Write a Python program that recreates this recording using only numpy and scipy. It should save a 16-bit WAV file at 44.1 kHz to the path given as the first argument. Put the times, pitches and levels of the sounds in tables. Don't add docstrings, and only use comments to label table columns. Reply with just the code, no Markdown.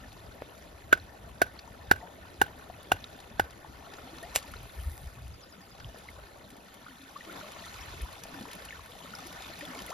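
import sys
import numpy as np
from scipy import signal
from scipy.fft import rfft, irfft, next_fast_len
from scipy.io import wavfile
from scipy.ndimage import uniform_filter1d

SR = 44100
rng = np.random.default_rng(int(sys.argv[2]) if len(sys.argv) > 2 else 0)


def to_wav(s):
    ch = np.atleast_2d(s).T
    pcm = np.round(np.clip(ch, -1, 1) * 32767)
    wavfile.write(sys.argv[1], SR, pcm.astype(np.int16))


N = 437913

# (time [s], level [dB])
WIND_LEVEL = [(0.0, -54.5), (1.2, -55), (1.8, -53.5), (2.6, -56), (3.3, -54), (3.75, -58), (4.06, -55.5),
              (4.45, -57), (4.65, -49), (4.89, -45.5), (4.97, -48), (5.1, -45.5), (5.27, -43.5),
              (5.42, -62), (5.86, -53.5), (6.0, -57), (6.47, -57), (6.6, -64.5), (7.53, -64), (7.65, -53),
              (8.03, -48.5), (8.15, -58), (9.93, -57)]
# (frequency [Hz], level per Hz [dB])
RUMBLE_TONE = [(20, -25), (35, -7), (50, 0), (65, 4), (85, -1.5), (110, -3.5), (150, -8), (220, -35)]
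# (time of the middle [s], peak level [dB], pitch [Hz], half length [s])
LOW_THUMPS = [(2.401, -38.5, 62, 0.041), (4.371, -38.5, 65, 0.026), (4.566, -41, 60.4, 0.035),
              (4.801, -33, 67.4, 0.043), (4.877, -25, 67, 0.041), (4.916, -34, 66, 0.027),
              (5.074, -31, 65.6, 0.026), (5.859, -37, 92.5, 0.013), (6.468, -57, 60, 0.041),
              (8.038, -26.5, 56, 0.042)]
LUMP_S, LUMP_DB = 0.13, 3

# (start time [s], level [dB])
TRILL = [(5.305, -59), (5.395, -52), (5.488, -56), (5.583, -55), (5.68, -57), (5.778, -60), (5.88, -67)]
# (time after its start [s], pitch [Hz], level [dB])
NOTE = [(0, 7200, -22), (.006, 7000, -6), (.016, 6600, -9), (.03, 5300, -12), (0.037, 5050, 5),
        (.052, 5000, -6), (0.061, 5050, -10), (.085, 5000, -14)]

# (time [s], gurgle level [dB], splash level [dB])
WATER_LEVEL = [(0.0, -56, -59), (1.38, -55.5, -61.5), (3.15, -54.5, -58.5), (3.6, -56, -61),
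               (3.98, -53, -56.5), (4.4, -55, -54.5), (4.92, -57, -59), (5.55, -59, -62), (6.0, -57.5, -58),
               (6.41, -56.5, -61), (7.05, -61, -58.5), (7.3, -53, -54), (7.39, -49.5, -50.5),
               (7.5, -55, -53), (7.77, -55.5, -49.5), (8.16, -54.5, -53.5), (8.35, -51, -54),
               (8.63, -55, -52.5), (8.85, -57.5, -56.5), (9.2, -53.5, -51.5), (9.79, -52, -50),
               (9.93, -52, -51)]
# (frequency [Hz], level per Hz [dB])
GURGLE_TONE = [(70, -2), (120, -3.5), (250, -5), (450, -6.5), (700, -2.5), (1000, -11.5), (1400, -13.5),
               (2000, -13)]
SPLASH_TONE = [(800, -0.5), (1400, -2.5), (1900, -4.5), (2600, -6.5), (3600, -7.5), (5000, -10.5),
               (7000, -12), (9500, -23.5)]
SPRAY_TONE = [(4000, -42), (6000, -21), (7500, -12.5), (9500, -1), (12500, -6.5), (14500, -5), (16000, -45)]
# (frequency [Hz], likeness [0-1])
LIKENESS = [(100, 0.88), (250, 0.86), (470, 0.35), (900, 0.44), (1250, 0.27), (1600, 1), (2250, 0.074),
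            (2800, 0.64), (5400, 0.53), (7300, 0.51), (8300, 1), (9600, 1), (12000, 1), (13800, 0.86)]
SPRAY_DB, SPRAY_FOLLOW, CALM_DB = -68.5, 0.78, -60.5
DRAG_S, DRAG_WIDTH_S, DRAG_DB = 4.9, .2, 8.5

# (time [s], level [dB], pitch [Hz], length [s])
BUBBLES = [(0.421, -27.5, 540, 0.0035), (1, -43.5, 4100, 0.0035), (1.59, -41, 4220, .0072),
           (2.024, -40.5, 646, 0.033), (2.699, -33, 687, 0.0093), (3.042, -35, 3630, 0.004),
           (3.647, -37.5, 834, 0.0065), (3.984, -41, 1340, 0.0058), (3.934, -42, 780, 0.0099),
           (4.074, -42, 730, .0097), (4.184, -40.5, 4000, 0.0046), (4.228, -39.5, 1720, 0.021),
           (4.26, -39.5, 786, 0.011), (4.537, -39, 1340, 0.0085), (4.567, -42, 4090, 0.0047),
           (4.837, -46, 1190, 0.014), (5.803, -39, 1530, 0.0052), (5.846, -35, 3110, 0.0025),
           (5.945, -38.5, 647, .0052), (6.087, -36, 2040, 0.0072), (6.185, -43, 554, 0.017),
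           (6.862, -43, 1190, 0.015), (6.864, -41, 1430, .007), (6.881, -42, 1400, 0.0097),
           (7.156, -39, 1023, 0.021), (7.208, -38, 1830, 0.0073), (7.411, -36, 1370, 0.0065),
           (7.359, -39, 1000, .01), (7.81, -43, 5240, 0.013), (8.235, -39, 5820, .0057),
           (8.342, -38.5, 1510, 0.0039), (8.387, -36, 786, 0.0049), (8.409, -36, 219, 0.013),
           (8.455, -32, 930, 0.0034), (8.687, -38, 2770, .006), (8.707, -36, 2100, 0.0061),
           (8.725, -36.5, 1710, 0.012), (8.793, -40, 1030, .0079), (8.858, -41, 1500, 0.0048),
           (9.136, -36.5, 1340, 0.0082), (9.151, -35, 4950, .0067), (9.19, -38, 1200, .0098),
           (9.254, -41, 315, 0.018), (9.269, -41, 5730, .0061), (9.499, -41, 623, 0.018),
           (9.609, -34.5, 2360, 0.0045), (9.626, -40, 533, .028), (9.652, -37.5, 3320, .006),
           (9.407, -38.5, 746, .012), (9.736, -37, 1120, .0045), (9.752, -34, 2230, 0.004),
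           (9.791, -38, 2950, 0.0064), (9.881, -39, 1980, 0.0085), (2.012, -45, 1860, 0.0084),
           (8.253, -44, 614, 0.016), (7.294, -42, 1320, 0.013), (7.639, -41, 1840, 0.012),
           (7.84, -49, 1840, 0.017), (8.545, -49, 444, .02), (9.443, -43, 2380, .01),
           (9.61, -34.5, 1800, 0.0084)]
# (time [s], level [dB], pitch [Hz], length [s], pitch rise [octaves/s])
GLUGS = [(1.996, -46.5, 874, 0.067, 1), (4.028, -46.5, 225, 0.044, 6.5), (4.11, -47.5, 310, 0.042, 2),
         (4.223, -41, 630, 0.032, 5), (6.88, -51, 288, .06, -4), (6.99, -51.5, 269, 0.061, 0),
         (7.266, -48.5, 299, 0.044, 5), (7.421, -44, 607, 0.035, 0), (8.341, -44.5, 292, 0.042, -3),
         (8.431, -46.5, 270, .03, 1), (9.6, -46.5, 284.7, 0.06, 2), (9.675, -43.5, 267.5, 0.04, -2.5),
         (9.768, -45, 270, 0.031, 0.1), (9.898, -36, 480, .03, 46.5)]
RISE_OCT_PER_S = 9.7
BUBBLE_HOLD, GLUG_HOLD = 0.33, 0.77
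DRIPS_PER_S, DRIP_DB, DRIP_SPREAD_DB, DRIP_S, DRIP_TILT_DB = 38, 3, 1.4, 0.0108, -2

# (time [s], level [dB], treble level [dB])
SLAPS = [(1.5922, -37, -23), (3.042, -40, -23), (3.2011, -38, -16), (3.506, -41, -9), (3.9363, -38, -18),
         (4.183, -40, -19), (4.2278, -38, 1), (4.4266, -36.5, -12), (4.5156, -39, 5), (4.5366, -40, -10),
         (5.7987, -39, -20), (5.985, -43, -1), (6.5031, -40, -4.5), (7.2477, -36, -19), (7.5187, -38.5, -4),
         (7.7398, -35, -17), (8.0165, -35, 6), (8.2356, -30.5, -6), (8.4247, -38, -10), (8.5132, -34, -9),
         (8.531, -33, -5), (8.6503, -33.5, -4), (9.15, -37, -6), (9.186, -35.5, -8), (9.269, -34.5, 2),
         (9.3257, -35, -7), (9.421, -34.5, -13), (9.6091, -40, -4), (9.652, -38, -3), (9.789, -34, -16),
         (9.8186, -34, -11), (9.862, -34, 5), (9.9022, -30.5, -9.5)]
SLAP_T60_S, SLAPS_PER_S, SLAP_DB, SLAP_TREBLE_DB = 0.031, 4.4, 10.5, -2

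# (frequency [Hz], level per Hz [dB])
GRASS_TONE = [(120, -13), (250, -17), (450, 0), (700, 5.5), (1000, -2), (1400, -3.5), (1900, 0.5),
              (2600, -0.5), (3600, -3.5), (5000, -2), (7000, 0), (9500, 0), (12500, -7.5), (15500, -6)]
SNAP_DB, SNAP_WIDTH_S, SNAPS_PER_S = -59.5, 0.37, 250
# (time [s], level [dB])
CRUSHED_GRASS = [(4.335, -54), (4.359, -26.5), (4.363, -27), (4.399, -48.5), (4.41, -33)]
# (time [s], level [dB])
SOIL_KNOCKS = [(4.353, -26.5), (4.357, -37), (4.365, -21.5), (4.377, -35)]

# (time [s], contact time [s], stake pitch [factor], bar level [dB], stake level [dB],
# overtone lift [dB], crack level [dB], crack treble [dB], thud level [dB])
BLOWS = [(0.927, 0.0035, 0.86, -6, -23.5, 5.5, -21, -14, -36.5),
         (1.417, 0.0032, 0.91, -12, -16, -4, -21.5, -7.5, -34),
         (1.9126, 0.0023, 1.09, -5.5, -14.5, -3.5, -21, -8, -32),
         (2.415, 0.0029, 1.12, -10.5, -14.5, -1, -22.5, 0, -37),
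         (2.9178, 0.0025, 1.026, -15.5, -12.5, 3.5, -23.5, -6, -30),
         (3.3959, 0.0027, 1.11, -15, -16, -3, -26.5, -7, -31)]
# (frequency [Hz], time to the peak [share of contact time],
# how far it follows the stake pitch [0-1], level [dB], share of the bar rather than the stake [0-1])
WOOD_MODES = [(371.6, 0.37, 0.42, -3.5, 0.57), (732, 0.58, 0.81, 1.4, 0), (1120, 0.18, 0, -5, 0.7),
              (1512, 0.66, 0.054, -0.1, 1), (2024, 0.13, 0.23, -17.5, 1), (2734, 0.47, 0.23, -8.5, 0.2),
              (3440, 0.62, 0.12, -20, 0.53), (4900, 1, 0, -35, 1), (6700, 0.33, 0, -23, 0.9)]
# (frequency [Hz], level per Hz [dB])
SCATTER_TONE = [(250, 9), (700, 3), (1330, -3), (1540, 16), (1780, -10), (3000, -5), (6000, -21),
                (12000, -24)]
# (delay [s], level [dB])
ECHOES = [(.016, -30), (0.029, -56), (.04, -29), (.052, -52.5)]
OVERTONE_HZ, SHARP_SHARE = 2400, 0.047
THUD_HZ, THUD_DROP_HZ, THUD_DROP_S = 62.4, 55, 0.028
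SHAKE_BELOW_THUD_DB, SHAKE_T60_S = 12, 0.31

# (frequency [Hz], lead [radians])
LEFT_LEAD = [(0, 0), (550, .4), (800, 0), (950, .5), (1250, -.9), (1600, 3.1), (1760, 6.3), (3000, 6.9),
             (4900, 6.8), (5400, 5.4), (8300, 3.14), (12000, 0), (15000, -3.1), (22050, -9)]
# (frequency [Hz], level [dB])
LEFT_LOUDER = [(50, 1.1), (130, 1.4), (430, 2), (620, 2), (850, 6), (1080, 4), (1350, 2.5), (1580, -5),
               (1720, 4), (2600, -1), (3000, 1.5), (3800, -1.5), (5000, 4), (7500, 1), (8300, -0.5)]
EDGE_HZ = 16200


def amp(db):
    return 10 ** (np.asarray(db) / 20)


def evened(x):
    return x / np.sqrt(np.mean(np.abs(x) ** 2) + 1e-20)


def read(points, hz):
    f, value = np.transpose(points)
    return np.interp(np.log(hz + 1), np.log(f + 1), value)


def add(mix, s, sound):
    part = mix[round(s * SR):][:len(sound)]
    part += sound[:len(part)]


def coloured(x, points):
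    hz = np.fft.rfftfreq(x.shape[-1], 1 / SR)
    inside = (hz > points[0][0]) & (hz < points[-1][0])
    return evened(irfft(rfft(x) * amp(read(points, hz)) * inside, x.shape[-1]))


def chance(per_s, above_db, spread_db):
    when, keep, size, a, b = rng.random((400, 5)).T
    s, _, splash_db = np.transpose(WATER_LEVEL)
    when = when * N / SR
    db = np.interp(when, s, splash_db) + above_db - spread_db * np.log(size + 0.025)
    return np.transpose([when, db, a, b])[keep < per_s * N / SR / len(keep)]


def wind():
    a, b, c = rng.standard_normal((3, next_fast_len(N)))
    lumps = evened(signal.oaconvolve(c, np.hanning(round(LUMP_S * SR)), "same")[:N])
    s, db = np.transpose(WIND_LEVEL)
    level_db = np.interp(np.arange(N) / SR, s, db) + LUMP_DB * lumps
    same = .92
    pair = np.array([a, same * a + np.sqrt(1 - same ** 2) * b])
    return coloured(pair, RUMBLE_TONE)[:, :N] * amp(level_db)


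def low_thumps():
    out = np.zeros(N)
    for s, db, hz, half_length in LOW_THUMPS:
        t = np.arange(-half_length, half_length, 1 / SR)
        swell = np.exp(-(3 * t / half_length) ** 2)
        add(out, s - half_length, amp(db) * swell * np.cos(2 * np.pi * hz * t))
    return out


def bird():
    out = np.zeros((2, N))
    s, hz, db = np.transpose(NOTE)
    t = np.arange(0, s[-1], 1 / SR)
    for (start, level_db), bend in zip(TRILL, rng.uniform(0.95, 1.01, len(TRILL))):
        flutter_db = 4 * evened(uniform_filter1d(rng.standard_normal(len(t)), size=120))
        turns = np.cumsum(bend * np.interp(t, s, hz)) / SR
        note = amp(level_db + flutter_db + np.interp(t, s, db)) * np.sin(2 * np.pi * turns)
        add(out[0], start, note)
        add(out[1], start, np.append(np.zeros(3), note))
    return out


def bubble(hz, t60, rise):
    t = np.arange(round(max(t60, .002) * SR)) / SR
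    turns = np.cumsum(hz * 2 ** (rise * t / t60)) / SR
    return amp(-60 * t / t60) * np.minimum(turns / 0.85, 1) * np.sin(2 * np.pi * turns)


def froth(per_s, cycles, spread_db):
    out = np.zeros(N)
    for hz in np.geomspace(170, 11000, 26):
        draws = rng.random((round(N / SR * 200), 3))
        kept = draws[:, 2] < per_s * (hz / 1000) ** .3 / 200
        size = amp(spread_db * np.minimum(-np.log(draws[:, 1]), 5)) * kept
        train = evened(np.bincount((draws[:, 0] * N).astype(int), size, N))
        shape = bubble(hz, cycles / hz * (hz / 1000) ** .3, rng.uniform(.15, .6))
        out += signal.oaconvolve(train, shape * np.sqrt(hz) / np.linalg.norm(shape))[:N]
    return out


def water():
    pair = [froth(per_s=60, cycles=36, spread_db=2.7) for _ in range(2)]
    hz, t, z = signal.stft(np.array(pair), SR, nperseg=512, noverlap=384)
    z = z / np.sqrt(uniform_filter1d((np.abs(z) ** 2).mean(axis=(0, 2)), size=5))[:, None]
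    a, b, patches = rng.standard_normal((len(t), 2, len(hz), 3)).T.swapaxes(1, 2)
    wash = read([(300, .55), (2000, .6), (5000, .65), (9000, .9)], hz)[:, None]
    z = np.sqrt(1 - wash) * z + np.sqrt(wash / 2) * (a + 1j * b)
    same = np.clip(read(LIKENESS, hz), 0, 1)[:, None]
    z = np.array([z[0], same * z[0] + np.sqrt(1 - same ** 2) * z[1]])

    s, gurgle_db, splash_db = np.transpose(WATER_LEVEL)
    gurgle_db, splash_db = np.interp(t, s, gurgle_db), np.interp(t, s, splash_db)
    drag_db = DRAG_DB * np.exp(-((t - DRAG_S) / DRAG_WIDTH_S) ** 2)
    spray_db = SPRAY_DB + SPRAY_FOLLOW * (splash_db - CALM_DB) + drag_db
    power = 0
    for points, level_db in zip((GURGLE_TONE, SPLASH_TONE, SPRAY_TONE), (gurgle_db, splash_db, spray_db)):
        inside = (hz > points[0][0]) & (hz < points[-1][0])
        shape = evened(amp(read(points, hz)) * inside)
        power = power + (shape[:, None] * amp(level_db + 6.0)) ** 2

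    blotch = evened(uniform_filter1d(uniform_filter1d(patches[0], size=14, axis=1), size=6, axis=0))
    flicker = evened(uniform_filter1d(rng.exponential(1, len(t)) - 1, size=3))
    flicker_db = read([(500, .3), (3000, .8), (10000, .6)], hz)[:, None] * flicker
    z *= np.sqrt(power) * amp(1.5 * blotch + flicker_db)
    unit = np.sqrt(3 / 1024)
    return signal.istft(z * unit, SR, nperseg=512, noverlap=384)[1][:, :N]


def bubbles():
    out = np.zeros(N)
    drips = []
    for s, db, a, b in chance(DRIPS_PER_S, DRIP_DB, DRIP_SPREAD_DB):
        hz = 350 * 14 ** a
        length = DRIP_S * (.5 + b) / (hz / 1000) ** 0.31
        drips.append((s, db + DRIP_TILT_DB * (a - .5) * np.log2(14), hz, length))
    rows = [(*row, GLUG_HOLD) for row in GLUGS]
    rows += [(*row, RISE_OCT_PER_S, BUBBLE_HOLD) for row in BUBBLES + drips]
    for (s, db, hz, length, rise, hold), grit in zip(rows, rng.standard_normal((500, 40))):
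        u = np.arange(round(4 * length * SR)) / (length * SR)
        waver = np.interp(u, np.linspace(0, 4, 40), grit)
        pitch = hz * 2 ** (rise * length * np.minimum(u, 1.3)) * (1 + 0.023 * waver)
        turns = np.cumsum(pitch) / SR
        decay_db = np.maximum(u - hold, 0) * (15 + 1.2 * np.log2(hz / 250))
        swell = np.sin(np.pi / 2 * np.minimum(u / 0.3, 1)) ** 2 * amp(3.3 * waver - decay_db)
        add(out, max(s - .001, 0), amp(db - 0.5) * swell * np.sin(2 * np.pi * turns))
    return out


def slaps():
    out, t = np.zeros(N), np.arange(1500) / SR
    small = [(s, db, SLAP_TREBLE_DB + 14 * (a - .5))
             for s, db, a, _ in chance(SLAPS_PER_S, SLAP_DB, spread_db=2.0)]
    for (s, db, treble_db), grit in zip(SLAPS + small, rng.standard_normal((200, 1500))):
        tone = [(500, -9), (2500, -3.5), (6000, -4.5), (10000, treble_db), (16000, treble_db - 14)]
        fade = amp(db - 4 - 60 * t / SLAP_T60_S) * np.minimum(t / 0.0016, 1)
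        add(out, s, fade * coloured(grit, tone))
    return out


def drag():
    snapping = rng.random(N) < SNAPS_PER_S / SR
    size = amp(4.2 * np.minimum(rng.exponential(1, N), 4)) * rng.standard_normal(N) * snapping
    one_snap = rng.standard_normal(150) * amp(-.25 * np.arange(150))
    snaps = signal.oaconvolve(size, one_snap)[:N]
    swell = np.exp(-((np.arange(N) / SR - DRAG_S) / SNAP_WIDTH_S) ** 2)
    return amp(SNAP_DB) * swell * coloured(snaps, GRASS_TONE[3:])


def ring(modes, count):
    t = np.arange(count) / SR
    return sum(amp(db - 60 * t / t60) * np.sin(2 * np.pi * hz * t) for hz, db, t60 in modes)


def landing():
    out = np.zeros(N)
    s, db = np.transpose(CRUSHED_GRASS)
    t = np.arange(s[0], s[-1], 1 / SR)
    snaps = rng.standard_normal(len(t)) * amp(3.7 * rng.exponential(1, len(t)))
    swell = amp(np.interp(t, s, db)) * signal.windows.tukey(len(t), .3)
    add(out, s[0], coloured(snaps, GRASS_TONE) * swell)
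    knock = ring([(640, -25, 0.024), (2880, -3.0, 0.016), (3900, -19, .012), (7360, 5, 0.0089)], count=1200)
    for s, db in SOIL_KNOCKS:
        add(out, s, amp(db) * knock)
    return out


def blows():
    out, t = np.zeros(4 * SR), np.arange(6000) / SR
    for s, contact, factor, bar_db, stake_db, lift_db, crack_db, treble_db, thud_db in BLOWS:
        grit, start = rng.standard_normal((4, len(t))), rng.random(len(WOOD_MODES))
        for (hz, slow, shifts, db, bar), turn in zip(WOOD_MODES, start):
            u = t / (contact * slow)
            rough = 1 + .12 * np.interp(t * hz / 3 + 20 * turn, np.arange(len(t)), grit[0])
            bent_time = t + SHARP_SHARE * contact * (1 - np.exp(-t / contact))
            wave = np.sin(2 * np.pi * (hz * factor ** shifts * bent_time + turn))
            linger = np.minimum(u, 1) * amp(-25.5 - 60 * t / 0.071)
            level_db = db + bar * bar_db + (1 - bar) * stake_db + lift_db * (hz > OVERTONE_HZ)
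            add(out, s, amp(level_db) * (u * np.exp(1 - u) + linger) * rough * wave)

        crack = coloured(grit[1], [(1700, 3), (3000, -6.5), (8000, treble_db), (16500, treble_db - 7.0)])
        add(out, s, amp(crack_db - 60 * t / 0.042) * np.minimum(t / 0.00068, 1) * crack)
        tail = np.minimum(t / 0.014, 1) * amp(-60 * t / 0.28) * coloured(grit[2], SCATTER_TONE)
        add(out, s, amp(crack_db - 20.0) * tail)

        thud_turns = np.cumsum(THUD_HZ + THUD_DROP_HZ * np.exp(-t / THUD_DROP_S)) / SR
        thud = np.minimum(t / 0.014, 1) * amp(-60 * t / 0.15) * np.sin(2 * np.pi * thud_turns)
        add(out, s + 0.0073, amp(thud_db) * thud)
        shudder = np.minimum(t / 0.02, 1) * amp(-60 * t / SHAKE_T60_S) * coloured(grit[3], RUMBLE_TONE)
        add(out, s + 0.012, amp(thud_db - SHAKE_BELOW_THUD_DB) * shudder)

    banks = np.zeros(3000)
    for s, db in ECHOES:
        smear = evened(rng.standard_normal(600) * np.hanning(600)) / np.sqrt(600)
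        add(banks, s, amp(db) * smear)
    heard = np.zeros(N)
    add(heard, 0, out + signal.oaconvolve(out, banks)[:len(out)])
    return heard


def scene():
    background = wind() + low_thumps() + bird()
    return background + water() + bubbles() + slaps() + drag() + landing() + blows()


def record(dry):
    size = next_fast_len(N + 4096)
    hz = np.fft.rfftfreq(size, 1 / SR)
    right_port = amp(-read(LEFT_LOUDER, hz)) * np.exp(-1j * np.interp(hz, *np.transpose(LEFT_LEAD)))
    right = irfft(rfft(dry[1], size) * right_port, size)[:N]
    low_pass = signal.firwin(511, EDGE_HZ, window=("kaiser", 9), fs=SR)
    return signal.oaconvolve(np.array([dry[0], right]), low_pass[None], "same")


dry = scene()
out = record(dry)
to_wav(out)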